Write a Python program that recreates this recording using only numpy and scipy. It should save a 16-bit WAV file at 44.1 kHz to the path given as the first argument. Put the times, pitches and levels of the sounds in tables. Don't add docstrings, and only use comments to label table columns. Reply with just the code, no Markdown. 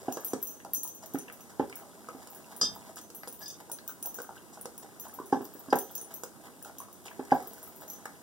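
import sys
import numpy as np
from scipy import signal
from scipy.fft import rfft, irfft, next_fast_len
from scipy.io import wavfile

SR = 44100
rng = np.random.default_rng(int(sys.argv[2]) if len(sys.argv) > 2 else 0)


def pcm_store(signal):
    levels = np.round(np.clip(np.atleast_2d(signal), -1, 1) * 32767)
    wavfile.write(sys.argv[1], SR, levels.astype(np.int16).T)


N = 362502
T = np.arange(SR // 2) / SR

# start_s, shove_db, floor_thud_db, rim_clack_db,
# judder_db (relative to the shove), slip_hz (middle of a slowing glide)
SHOVES = [(0.0817, -32.5, -29.5, -32, 5.5, 739), (0.1705, -39, -46, -23, -14, 784),
          (0.3332, -29, -29, -27, -10, 713), (0.778, -59, -48, -65, -5, 716),
          (1.1443, -30, -28, -40, -6, 760), (1.5956, -21.5, -26, -17, -5, 817),
          (2.1471, -47, -43.5, -53, -5, 806), (2.63, -46.5, -43, -28, 0, 676),
          (4.203, -53, -58, -40, -3, 800), (5.199, -40.5, -42.5, -56, -22, 920),
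          (5.3255, -26, -23, -16.5, 6.5, 801), (5.3695, -41, -33, -39, -6, 790),
          (5.4064, -35.5, -38.5, -27, -16, 810), (5.55, -46.5, -51, -40, -21, 810),
          (5.683, -50, -38, -37, -7, 667), (5.7261, -22, -24, -11, 6.5, 778),
          (7.1931, -32.5, -36.5, -24.5, -7, 800), (7.3187, -28, -19.5, -12.5, 15, 769)]
# pitch_hz (before a small random shift), level_db, fade_60db_s
STAND_MODES = [(80, -29, .12), (155, -15, .13), (195, -18, .08), (228, -11, .13), (256, -4, .12),
               (283, -7, .11), (314, -11, .09), (398, 3, .09), (440, -11, .04), (530, -10, .085),
               (620, -17, .04), (720, -9, .04), (830, -10, .04), (972, -8, .08), (1130, -15, .05),
               (1210, -16, .05), (1320, -19, .05), (1420, -19, .05), (1575, -19, .12), (1705, -19, .18),
               (2330, -27, .16)]
# start_s, first_tag_db, second_tag_db, bright_pair_db, middle_group_db,
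# low_group_db, ring_time_factor
TAG_CLINKS = [(0.1246, -43, -45, -43.5, -49, -39.5, 1.14), (0.247, -36, -42, -34, -50, -47.5, 1.5),
              (0.266, -53, -52, -54, -49, -65, 1.0), (0.282, -61, -54, -56, -47, -48, 2.4),
              (0.4273, -41, -47, -30.5, -62, -49, 1.6), (0.4713, -47, -42, -53, -49, -46, 2),
              (0.5107, -65, -55, -60, -66, -58, 1.6), (0.735, -40, -34, -28, -44, -58, 1.1),
              (0.748, -49, -49, -56, -57, -37, 1.8), (0.7574, -51, -43, -59, -41.5, -66, 1.5),
              (0.787, -62, -61, -56, -64, -61, 1.0), (0.833, -37, -35, -38.5, -37.5, -52, 0.74),
              (0.847, -57, -57, -66, -67, -68, 1.0), (0.8764, -44, -41, -46, -54, -45.5, 0.52),
              (0.897, -62, -63, -61, -71, -54, 0.99), (1.06, -50, -53, -47, -54, -52, 0.8),
              (1.1372, -50, -54, -46, -55, -54, 1.0), (1.1872, -54, -54, -59, -41, -47, 0.85),
              (1.325, -52, -54, -54, -54, -58, 0.85), (1.407, -61, -61, -55, -75, -54.5, 1.7),
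              (1.7558, -43, -45, -50.5, -46.5, -56, 1.1), (2.348, -55, -55, -54, -51, -63, 2.1),
              (2.564, -56, -54, -52, -46.5, -65, 1.7), (2.959, -52, -53, -52, -52, -54, 0.84),
              (3.014, -57, -58, -55, -59, -53, 1.3), (3.148, -54, -50, -49.5, -50, -55.5, 2.3),
              (3.281, -48, -51, -50, -41, -54, 1.3), (3.326, -50, -49, -55, -46.5, -58, 1.3),
              (3.41, -55, -60, -57, -61, -57, 1.4), (3.481, -51, -46, -62, -47, -42.5, 0.99),
              (3.7167, -48, -42, -44, -36, -44.5, 0.99), (3.8782, -37, -36, -41, -57, -47, 0.6),
              (4.027, -43, -57, -44, -39, -45, 1.7), (4.0583, -35, -44, -37, -42, -45.5, 0.88),
              (4.144, -46, -47, -49, -51.5, -46.5, 1.6), (4.218, -48, -46, -52, -47, -53, 0.89),
              (4.6122, -49, -54, -50, -43, -65, 0.73), (4.779, -48, -46, -49, -44, -55, 0.75),
              (4.998, -48, -49, -45, -50, -47.5, 1.2), (5.008, -52, -50, -62, -69, -68, 0.96),
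              (5.083, -63, -63, -59, -51, -65, 1.0), (5.138, -56, -59, -58, -58, -60, 0.9),
              (5.259, -63, -60, -59, -55, -63, 2.5), (5.419, -58, -58, -61, -76, -75, 1.0),
              (5.7568, -46, -42, -39.5, -45, -45, 0.69), (5.7875, -43, -39, -41, -39, -41.5, 1.44),
              (5.9526, -41, -33.5, -44.5, -54, -42, 0.91), (5.98, -56, -56, -69, -45.5, -45, 1.1),
              (6.0136, -53, -53, -62, -40, -64, 1.1), (6.14, -47, -46, -41.5, -53, -49, 1.4),
              (6.239, -49, -56, -51, -73, -55, 0.9), (6.626, -53, -48, -56, -46.5, -56, 0.97),
              (6.7845, -52, -52, -45, -49, -46.5, 0.81), (6.802, -53, -53, -69, -45, -56, 0.87),
              (6.928, -55, -55, -60, -56, -56, 0.87), (7.042, -63, -65, -64, -69, -63, 1.1),
              (7.103, -61, -62, -81, -69, -76, 1.1), (7.425, -58, -59, -53, -59, -60, 0.84),
              (7.473, -45, -53, -45, -61, -57, 1.2), (7.5335, -54, -47, -55, -54, -58, 0.84),
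              (7.582, -59, -56, -63, -62, -60, 0.91), (7.629, -59, -56, -49.5, -49, -62, 1.2),
              (7.755, -66, -66, -63, -60, -68, 0.93), (7.88, -50, -50, -53, -63, -50, 1.3),
              (7.901, -50, -48, -41.5, -74, -43.5, 1.1), (7.935, -55, -53, -64, -54, -49, 1.0)]
# pitch_hz (before a small random shift), level_db,
# fade_60db_s (before the clink's factor and random grip),
# family (0 first tag, 1 second tag, 2 bright pair, 3 middle group, 4 low group)
TAG_MODES = [(14560, -1, .09, 0), (15600, -1, .1, 0), (8732, -13, .07, 1), (14280, 0, .11, 1),
             (15730, -4, .13, 1), (12230, -1.5, .11, 2), (12280, -4, .05, 2), (9815, 0, .06, 3),
             (9730, -2, .035, 3), (9500, -2, .012, 3), (6115, -1, .06, 4), (6235, -6, .3, 4),
             (6060, -4, .04, 4), (6710, -3, .03, 4)]
# start_s, strength_db, softness (0 is neutral), scrape (0 to 1),
# scrape_length_s (time constant of the chatter)
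DISH_TOUCHES = [(2.6131, -18.5, 0.19, 0.11, 0.0039), (2.631, -38, 0.12, 0.03, 0.0017),
                (3.415, -47.5, 1.43, 0.23, .003), (3.428, -42, 0.33, 0.3, 0.0026),
                (3.457, -37.5, 0.1, 0.7, .004), (3.5005, -36.5, 0.3, 0.8, .003),
                (3.51, -42, 0.39, 1, 0.0057), (5.324, -43.5, 1.5, 0.42, 0.0098),
                (5.703, -39, 0.45, 0.35, 0.0061), (7.314, -41.5, 0.42, 0.5, .01)]
# pitch_hz, level_db, fade_60db_s (for a clean blow)
DISH_MODES = [(1701, -32, .5), (1745, -32, .2), (2611, -35, .3), (3208, -20, .35), (3532, -26, .35),
              (3589, -12.5, .4), (3612, -21, .25), (4568, -14, .2), (4613, -21, .2), (4880, -10, .12),
              (4926, 2.5, .165), (5028, -6, .17), (5110, -12, .14), (5286, -17, .18), (5690, -16, .1),
              (5766, -7, .2), (5815, -13, .12), (5862, -9, .18), (5990, -11, .2), (6115, -13, .17),
              (6207, -15, .22), (6720, -19, .12), (6944, -19, .15), (7224, -14, .12), (7800, -24, .2),
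              (8424, -29, .2)]
# start_s, strength_db, dish_contact (0 to 1)
KIBBLE_BITES = [(0.171, -42, 1), (0.334, -34.5, 0.87), (0.6485, -46, 0.66), (1.148, -40.5, 0.1),
                (1.6976, -42.5, 0.14), (2.0874, -48, 1), (2.273, -42, 0.43), (2.614, -40, 0.9),
                (3.1023, -45.5, 0.54), (3.2748, -42, 0.86), (3.698, -46, 0), (4.1871, -47, 1),
                (4.2018, -47, 1), (4.6561, -37, 0.83), (5.4529, -42.5, 0.2), (6.2355, -35, 0.78),
                (6.648, -40, 0.1), (7.056, -49, 0.3), (7.4032, -49, 1), (7.251, -49.5, 0.7),
                (8.0558, -38.5, 0.5)]
# start_s, strength_db, cavity_pitch_hz (centre of the rising glide)
TONGUE_SMACKS = [(0.648, -36, 870), (0.664, -43, 820), (0.849, -42.5, 920), (1.029, -43.5, 900),
                 (1.821, -43, 782), (2.086, -36.5, 1270), (2.761, -40, 930), (2.894, -41, 704),
                 (3.146, -48.5, 870), (3.697, -38, 895), (3.891, -40, 1460), (4.051, -40, 800),
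                 (4.07, -40.5, 890), (4.186, -35.5, 1504), (4.201, -43, 910), (4.291, -34, 860),
                 (4.367, -44, 1550), (4.573, -38.5, 826), (4.844, -44.5, 795), (5.054, -40.5, 820),
                 (5.067, -39.5, 980), (5.187, -33.5, 1006), (5.199, -37, 1125), (6.657, -43.5, 776),
                 (6.802, -38.5, 1080), (6.884, -45, 1140), (7.11, -45, 960), (7.82, -42.5, 874),
                 (8.056, -35, 850)]
# mark_s (the sound starts 8 ms earlier), strength_db,
# spray_db (relative to the strength), length_s
TONGUE_STROKES = [(1.027, -42.5, -13.5, 0.031), (1.495, -50, -10, 0.028), (2.218, -45, -19, 0.034),
                  (2.511, -43, -23, 0.037), (2.837, -48.5, -17, 0.11), (2.968, -42.5, -5.5, 0.041),
                  (3.406, -42.5, -25, 0.04), (3.597, -42.5, -26, 0.031), (3.892, -45, -32, 0.024),
                  (4.361, -42, -35, 0.02), (4.53, -52.5, -2.5, 0.045), (4.83, -44.5, -12, 0.02),
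                  (5.047, -43, -19, 0.027), (6.105, -42, -31, 0.048), (6.429, -44.5, -36, 0.071),
                  (6.65, -46, -18, 0.067), (6.799, -49, -33, 0.064), (7.056, -41, -13, 0.039),
                  (7.807, -44.5, -20, 0.053)]
# time_s, level_db
TONGUE_EFFORT = [(0.0, -47.5), (0.2, -50), (0.89, -68), (1.14, -56), (2.83, -51.5), (2.95, -60),
                 (5.91, -53), (6.14, -57), (7.08, -58), (7.38, -48), (7.74, -55), (8.2, -54.5)]
# start_s, strength_db, pitch_hz
CRUMB_BREAKS = [(0.602, -42.5, 1860), (1.1552, -36.5, 1390), (1.283, -39, 2650), (1.2992, -39, 1930),
                (1.7268, -35, 2220), (1.7706, -47, 1530), (2.614, -31.5, 1273), (2.97, -43, 1540),
                (2.982, -42.5, 3220), (3.2338, -35.5, 1940), (3.787, -39, 4170), (3.911, -43, 1570),
                (4.248, -44.5, 1390), (4.377, -46.5, 2960), (6.4822, -49, 1090), (6.697, -44, 898),
                (7.0552, -44, 3260), (7.067, -42, 3100), (7.082, -36.5, 2410), (7.115, -41, 1710),
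                (7.147, -52, 1960), (7.309, -35.5, 2020), (8.0558, -32, 1640)]
# pitch_hz, level_db per Hz
MOUTH_COLOUR = [(30, -59), (100, -22), (400, -1), (850, 13), (1150, 3.5), (1500, 0), (2000, 4.5),
                (2500, -11), (3200, -5.5), (8000, -7), (16000, -9)]
# pitch_hz, level_db per Hz
SPRAY_COLOUR = [(100, -7), (1500, -34), (3000, -6.5), (5000, 9.5), (7500, 10), (11000, 2.5), (16000, -23)]
# pitch_hz, level_db per Hz
HUSH_COLOUR = [(20, -14), (45, -5.5), (75, 2.5), (130, 1), (220, 6.5), (400, 3.5), (650, -4), (1200, -9),
               (2000, -17), (3200, -18), (5500, -17.5), (10000, -10.5), (16000, -15.5)]
# pitch_hz, level_db, fade_60db_s
TOOTH_TAP = [(262, -50, 0.075), (512.5, -4.5, 0.085), (855, 6, 0.006)]
# delay_s, gain (before each source's own share)
NEAR_ECHOES = [(.0037, 0.65), (.0076, 0.23), (0.01, 0.083), (0.0235, 0.28), (0.04, 0.51)]
# pitch_hz, fade_60db_s
ROOM_FADE = [(150, 0.23), (400, 0.3), (1000, 0.24), (4000, 0.22), (15000, 0.2)]
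# pitch_hz, likeness (limited to -1 to 1 in use)
SIDE_LIKENESS = [(50, -1.12), (130, -0.37), (280, 0.67), (650, 0.87), (1400, 0.6), (3000, 0.66),
                 (16000, -0.79)]
# pitch_hz, left_minus_right_db
SIDE_BALANCE = [(100, -4.5), (280, -4), (600, -1.2), (1100, .9), (4500, -.5), (8000, 2.3), (14000, 1.3)]
# centre_hz, half_width_hz
OPPOSED_BANDS = [(2200, 500), (4340, 400), (6480, 420), (8570, 440), (13500, 400)]
# pitch_hz, phase_radians
SIDE_PHASE = [(200, 0.4), (500, -0.3), (1500, 0.3), (3200, 0.05), (7500, 0.3), (9800, 0.9), (12200, 0.1),
              (14500, 1), (16000, 0.3)]

EDGE_HZ = 16050
GRAZES_PER_S, GRAZE_DB = 2.7, (-55, -51, -52, -72, -85)
SNAP_DB, SNAP_CONTACT_DB = -5, 7
TAP_DB, TAP_CONTACT_DB = -24.5, 35.5
UPPER_HZ, UPPER_SPREAD, UPPER_DB = 1333, 0.093, -11
REBOUNDS, REBOUND_S, REBOUND_GAIN = 4, .034, 0.34
SPOT_DB, TAG_SPOT_DB = 2, 2
TAG_GRIP, TAG_BOUNCE = .25, .15


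def amp(db):
    return 10 ** (np.asarray(db) / 20)


def unit(x):
    return x / np.sqrt(np.mean(x ** 2) + 1e-20)


def read(points, hz):
    f, value = np.transpose(points)
    return np.interp(np.log(hz + 1), np.log(f + 1), value)


def add(mix, s, sound):
    part = mix[max(round(s * SR), 0):][:len(sound)]
    part += sound[:len(part)]


def colour(x, spectrum):
    log_gain = np.log(amp(read(spectrum, abs(np.fft.fftfreq(2048, 1 / SR)))))
    response = np.exp(np.conj(signal.hilbert(log_gain)))
    taps = np.fft.ifft(response).real[:1024]
    return signal.oaconvolve(x, taps / np.linalg.norm(taps))[:len(x)]


def ring(hz, db, t60, sign=1):
    waves = np.sin(2 * np.pi * np.outer(hz, T))
    fades = np.exp(-np.log(1000) * np.outer(1 / t60, T))
    return (sign * amp(db)) @ (waves * fades)


def burst(t60):
    return rng.standard_normal(len(T)) * np.exp(-np.log(1000) * T / t60)


def crackle(size, per_s, spread_db):
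    strength = amp(spread_db * np.minimum(rng.exponential(1, size), 4))
    happens = rng.random(size) < per_s / SR
    return unit(strength * rng.standard_normal(size) * happens)


def pop(hz, cycles=3.34, glide=0.16):
    t = T[:SR // 40]
    age = t * hz / cycles
    bend = glide * rng.standard_normal() * np.tanh(age / 2)
    turns = np.cumsum(hz * (1 + bend)) / SR
    return np.sin(2 * np.pi * turns) * np.exp(-age) * (1 - np.exp(-age * 10))


def diffuse(pair):
    left, other = rfft(pair)
    same = np.clip(read(SIDE_LIKENESS, np.fft.rfftfreq(pair.shape[1], 1 / SR)), -1, 1)
    right = same * left + np.sqrt(1 - same ** 2) * other
    return irfft([left, right], pair.shape[1])


def hush(level_db=-54.0):
    noise = np.array([colour(v, HUSH_COLOUR) for v in rng.standard_normal((2, N))])
    return amp(level_db) * diffuse(noise)


def licks(mouth_db=-7, steady_db=-6, fizz_db=-13):
    out = np.zeros(N)
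    for s, peak_db, spray_db, length in TONGUE_STROKES:
        stroke = signal.windows.tukey(int(length * SR), .7)
        wet = amp(peak_db + mouth_db) * colour(crackle(len(stroke), 2200, 2.1), MOUTH_COLOUR)
        spray = amp(peak_db + spray_db) * colour(crackle(len(stroke), 6000, 1.5), SPRAY_COLOUR)
        add(out, s - .008, stroke * (wet + spray))
    effort = amp(np.interp(np.arange(N) / SR, *np.transpose(TONGUE_EFFORT)))
    steady = amp(steady_db) * colour(crackle(N, 1500, 1.2), MOUTH_COLOUR)
    fizz = amp(fizz_db) * colour(crackle(N, 1200, 0.49), SPRAY_COLOUR)
    return out + effort * (steady + fizz)


def chewing(level_db=2, per_s=75, spread_db=2.5, centre_hz=1300, spread=0.564):
    out = np.zeros(N)
    times = np.flatnonzero(rng.random(N) < per_s / SR) / SR
    for s in times:
        effort_db = np.interp(s, *np.transpose(TONGUE_EFFORT))
        size_db = effort_db + spread_db * min(rng.exponential(), 3)
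        hz = centre_hz * np.exp(spread * np.clip(rng.standard_normal(), -2, 2))
        add(out, s, amp(level_db + size_db) * pop(hz))
    return out


def knocks(level_db=-3, rise=0.001, rattle_db=-11, rim_db=-11, skid_db=6, skid_s=0.01053,
           overtones_db=(-21, -42), deep_db=-7, spot_shift=0.015, sag=0.062):
    out = np.zeros(N)
    hz, db, t60 = np.transpose(STAND_MODES)
    progress = np.minimum(T / skid_s, 1)
    sliding = np.tanh(3 * np.sin(np.pi * progress) ** 2)
    slowing = np.cumsum(1 + sag * (1 - 2 * progress)) / SR
    inward = np.where((hz > 350) & (hz < 450), -1, 1)
    rim_colour = [(100, -12), (500, -1), (1000, 0), (1700, -10), (2400, -20), (6000, -29), (16000, -42)]
    for s, body_db, thud_db, clack_db, slip_db, slip_hz in SHOVES:
        judder_db = body_db + slip_db
        drive = [(85, thud_db + deep_db), (260, thud_db), (320, body_db), (400, body_db),
                 (550, (body_db + judder_db) / 2 - 1), (700, judder_db), (900, judder_db),
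                 (1200, clack_db + rim_db)]
        blow_db = db + read(drive, hz)
        spot, shift = rng.standard_normal((2, len(hz)))
        body = ring(hz * (1 + spot_shift * shift), blow_db + SPOT_DB * spot + 4.5, t60, inward)
        slips = sum(amp(d) * np.sin(2 * np.pi * k * slip_hz * slowing)
                    for k, d in enumerate((0, *overtones_db), 1))
        judder = amp(judder_db + skid_db) * sliding * slips
        rattle = colour(crackle(len(T), 900, 2) * np.exp(-T / .011) * 1.1, rim_colour)
        impact = amp(clack_db + rattle_db) * rattle - body
        add(out, s, impact * (1 - np.exp(-T / rise)) - judder)
        for late in rng.uniform(.25, 1, REBOUNDS):
            rock_db = blow_db + SPOT_DB * rng.standard_normal(len(hz))
            rock = ring(hz, rock_db, t60 / 2, rng.choice([-1, 1], len(hz)))
            add(out, s + late * REBOUND_S, REBOUND_GAIN * np.exp(.5 - late) * rock)
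    high_pass = signal.butter(3, 90, "high", fs=SR, output="sos")
    return amp(level_db) * signal.sosfilt(high_pass, out)


def grazes():
    times = np.flatnonzero(rng.random(N) < GRAZES_PER_S / SR) / SR
    return [(s, *GRAZE_DB, 1) for s in times]


def tags(strike_db=(2, 1, 3, 1, 0), tick_db=2, slide=0.0025):
    out = np.zeros(N)
    hz, db, t60, family = np.transpose(TAG_MODES)
    tick_colour = [(500, -40), (4500, 1), (6200, 10), (9500, 14), (11000, 9), (14500, 13), (16000, 3)]
    for s, *family_db, hang in TAG_CLINKS + grazes():
        blow_db = db + np.add(family_db, strike_db)[family.astype(int)]
        for delay, strength in (0, 1), (rng.uniform(0.0027, 0.035), TAG_BOUNCE):
            spot, detune, free = rng.standard_normal((3, len(hz)))
            ring_s = t60 * hang * np.exp(TAG_GRIP * free)
            modes = ring(hz * (1 + slide * detune), blow_db + TAG_SPOT_DB * spot, ring_s)
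            tick = amp(np.mean(family_db) + tick_db) * colour(burst(0.022), tick_colour)
            add(out, s + delay, strength * (modes + tick))
    return out


def bites(crack_db=0):
    out = np.zeros(N)
    crack_colour = [(50, -87), (200, -94), (800, -5.5), (1400, 14.5), (1900, 0.5), (3000, -3.0),
                    (16000, 0.0)]
    for s, peak_db, contact in KIBBLE_BITES:
        snap_db = peak_db + SNAP_DB + contact * SNAP_CONTACT_DB
        tap_db = peak_db + TAP_DB + contact * TAP_CONTACT_DB
        crack = amp(peak_db + crack_db) * colour(burst(.016), crack_colour)
        snap = amp(snap_db) * colour(burst(0.022), SPRAY_COLOUR)
        tap = amp(tap_db) * ring(*np.transpose(TOOTH_TAP))
        add(out, s, crack + snap + tap)
    return signal.sosfilt(signal.butter(2, 170, "high", fs=SR, output="sos"), out)


def crumbs(level_db=5, spread=0.41, cluster_s=0.0054, after_db=-8, count=5):
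    out = np.zeros(N)
    for s, peak_db, hz in CRUMB_BREAKS:
        add(out, s, amp(peak_db + level_db) * pop(hz, cycles=2.6, glide=0))
        after_gain = amp(peak_db + level_db + after_db)
        for late, pitch, size in zip(rng.random(count), *rng.standard_normal((2, count))):
            tick = pop(hz * np.exp(spread * pitch), cycles=1.8, glide=0)
            add(out, s + cluster_s * late ** 2, after_gain * size * tick)
    return out


def smacks(level_db=0, swell=0.0019, glide=0.077, rough=0.14, crunch_db=-7, crunch_s=.02,
           spread=0.304, count=4):
    out = np.zeros(N)
    turns = 2 * np.pi * np.cumsum(1 + glide * np.tanh(T / swell / 2 - 1)) / SR
    for s, peak_db, low_hz in TONGUE_SMACKS:
        upper_hz = UPPER_HZ * (1 + UPPER_SPREAD * rng.standard_normal())
        low = np.sin(low_hz * turns) + rough * colour(rng.standard_normal(len(T)), MOUTH_COLOUR)
        upper = np.sin(upper_hz * turns)
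        cavity = amp(peak_db + level_db) * low + amp(peak_db + UPPER_DB) * upper
        add(out, s, cavity * T / swell * np.exp(1 - T / swell))
        for late, pitch, size in zip(rng.random(count), *rng.standard_normal((2, count))):
            small_pop = pop(low_hz * np.exp(spread * pitch))
            add(out, s + crunch_s * late, amp(peak_db + crunch_db) * size * small_pop)
    return out


def dish(level_db=-4, tick_db=-9, chatter_per_s=300, thump_db=-27, soften_db=22, damping=5.3):
    out = np.zeros(N)
    hz, db, t60 = np.transpose(DISH_MODES)
    low = read([(1700, 1.15), (3200, .2), (3600, 0), (4900, -.1), (6000, .25), (7200, 0)], hz)
    thump = colour(burst(0.71), [(20, -39), (60, -9), (110, 1.5), (220, 3.5), (600, -41), (16000, -82)])
    for s, peak_db, soft, scrape, length in DISH_TOUCHES:
        chatter = crackle(len(T), chatter_per_s, 1.3) * np.exp(-(T / length) ** 2)
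        chatter *= scrape / (np.linalg.norm(chatter) + 1e-9)
        tick = amp(tick_db) * colour(burst(0.046), SPRAY_COLOUR)
        sound = amp(thump_db) * (1 - scrape) * thump + tick
        for mode in zip(hz, db + soft * soften_db * low, t60 / (1 + damping * scrape)):
            contact = (chatter * rng.standard_normal(len(T)))[:SR // 20]
            contact[0] += 1 - scrape
            mode_ring = ring(*np.array(mode)[:, None])
            sound += signal.fftconvolve(contact, mode_ring)[:len(T)]
        add(out, s, amp(peak_db) * sound * (1 - np.exp(-T / 0.00039)))
    return amp(level_db) * out


def kitchen(x, near, wet_db):
    hz, t, z = signal.stft(rng.standard_normal((2, len(T))), SR, nperseg=256)
    fade = np.exp(-np.log(1000) * t / read(ROOM_FADE, hz)[:, None])
    tail = signal.istft(z * fade, SR, nperseg=256)[1][:, :len(T)]
    tail = diffuse(tail * (1 - np.exp(-(T / 0.0017) ** 2)))
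    response = amp(wet_db) * tail / np.linalg.norm(tail[0])
    response[:, 0] += 1
    for delay, gain in NEAR_ECHOES:
        response[:, round(delay * SR)] += near * gain
    return signal.oaconvolve(x[None], response, axes=1)[:, :N]


def scene():
    stand = kitchen(knocks(), near=0.24, wet_db=-6.5)
    collar = kitchen(tags(), near=0.097, wet_db=-2.0)
    steel = kitchen(dish(), near=0.69, wet_db=0.5)
    mouth_sounds = bites() + crumbs() + smacks() + licks() + chewing()
    mouth = kitchen(mouth_sounds, near=0.017, wet_db=-4.0)
    return stand + collar + steel + mouth + hush()


def record(dry):
    size = next_fast_len(N + 4096)
    hz = np.fft.rfftfreq(size, 1 / SR)
    opposed = sum(np.exp(-((hz - centre) / width) ** 6) for centre, width in OPPOSED_BANDS)
    phase = np.pi * opposed + (1 - opposed) * read(SIDE_PHASE, hz)
    gains = amp(np.outer([.5, -.5], read(SIDE_BALANCE, hz)))
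    sides = gains * np.exp(1j * np.outer([-.5, .5], phase))
    heard = irfft(rfft(dry, size) * sides, size)[:, :N]
    low_pass = signal.firwin(255, EDGE_HZ, window=("kaiser", 8), fs=SR)
    return signal.oaconvolve(heard, low_pass[None], "same")


dry = scene()
out = record(dry)
pcm_store(out)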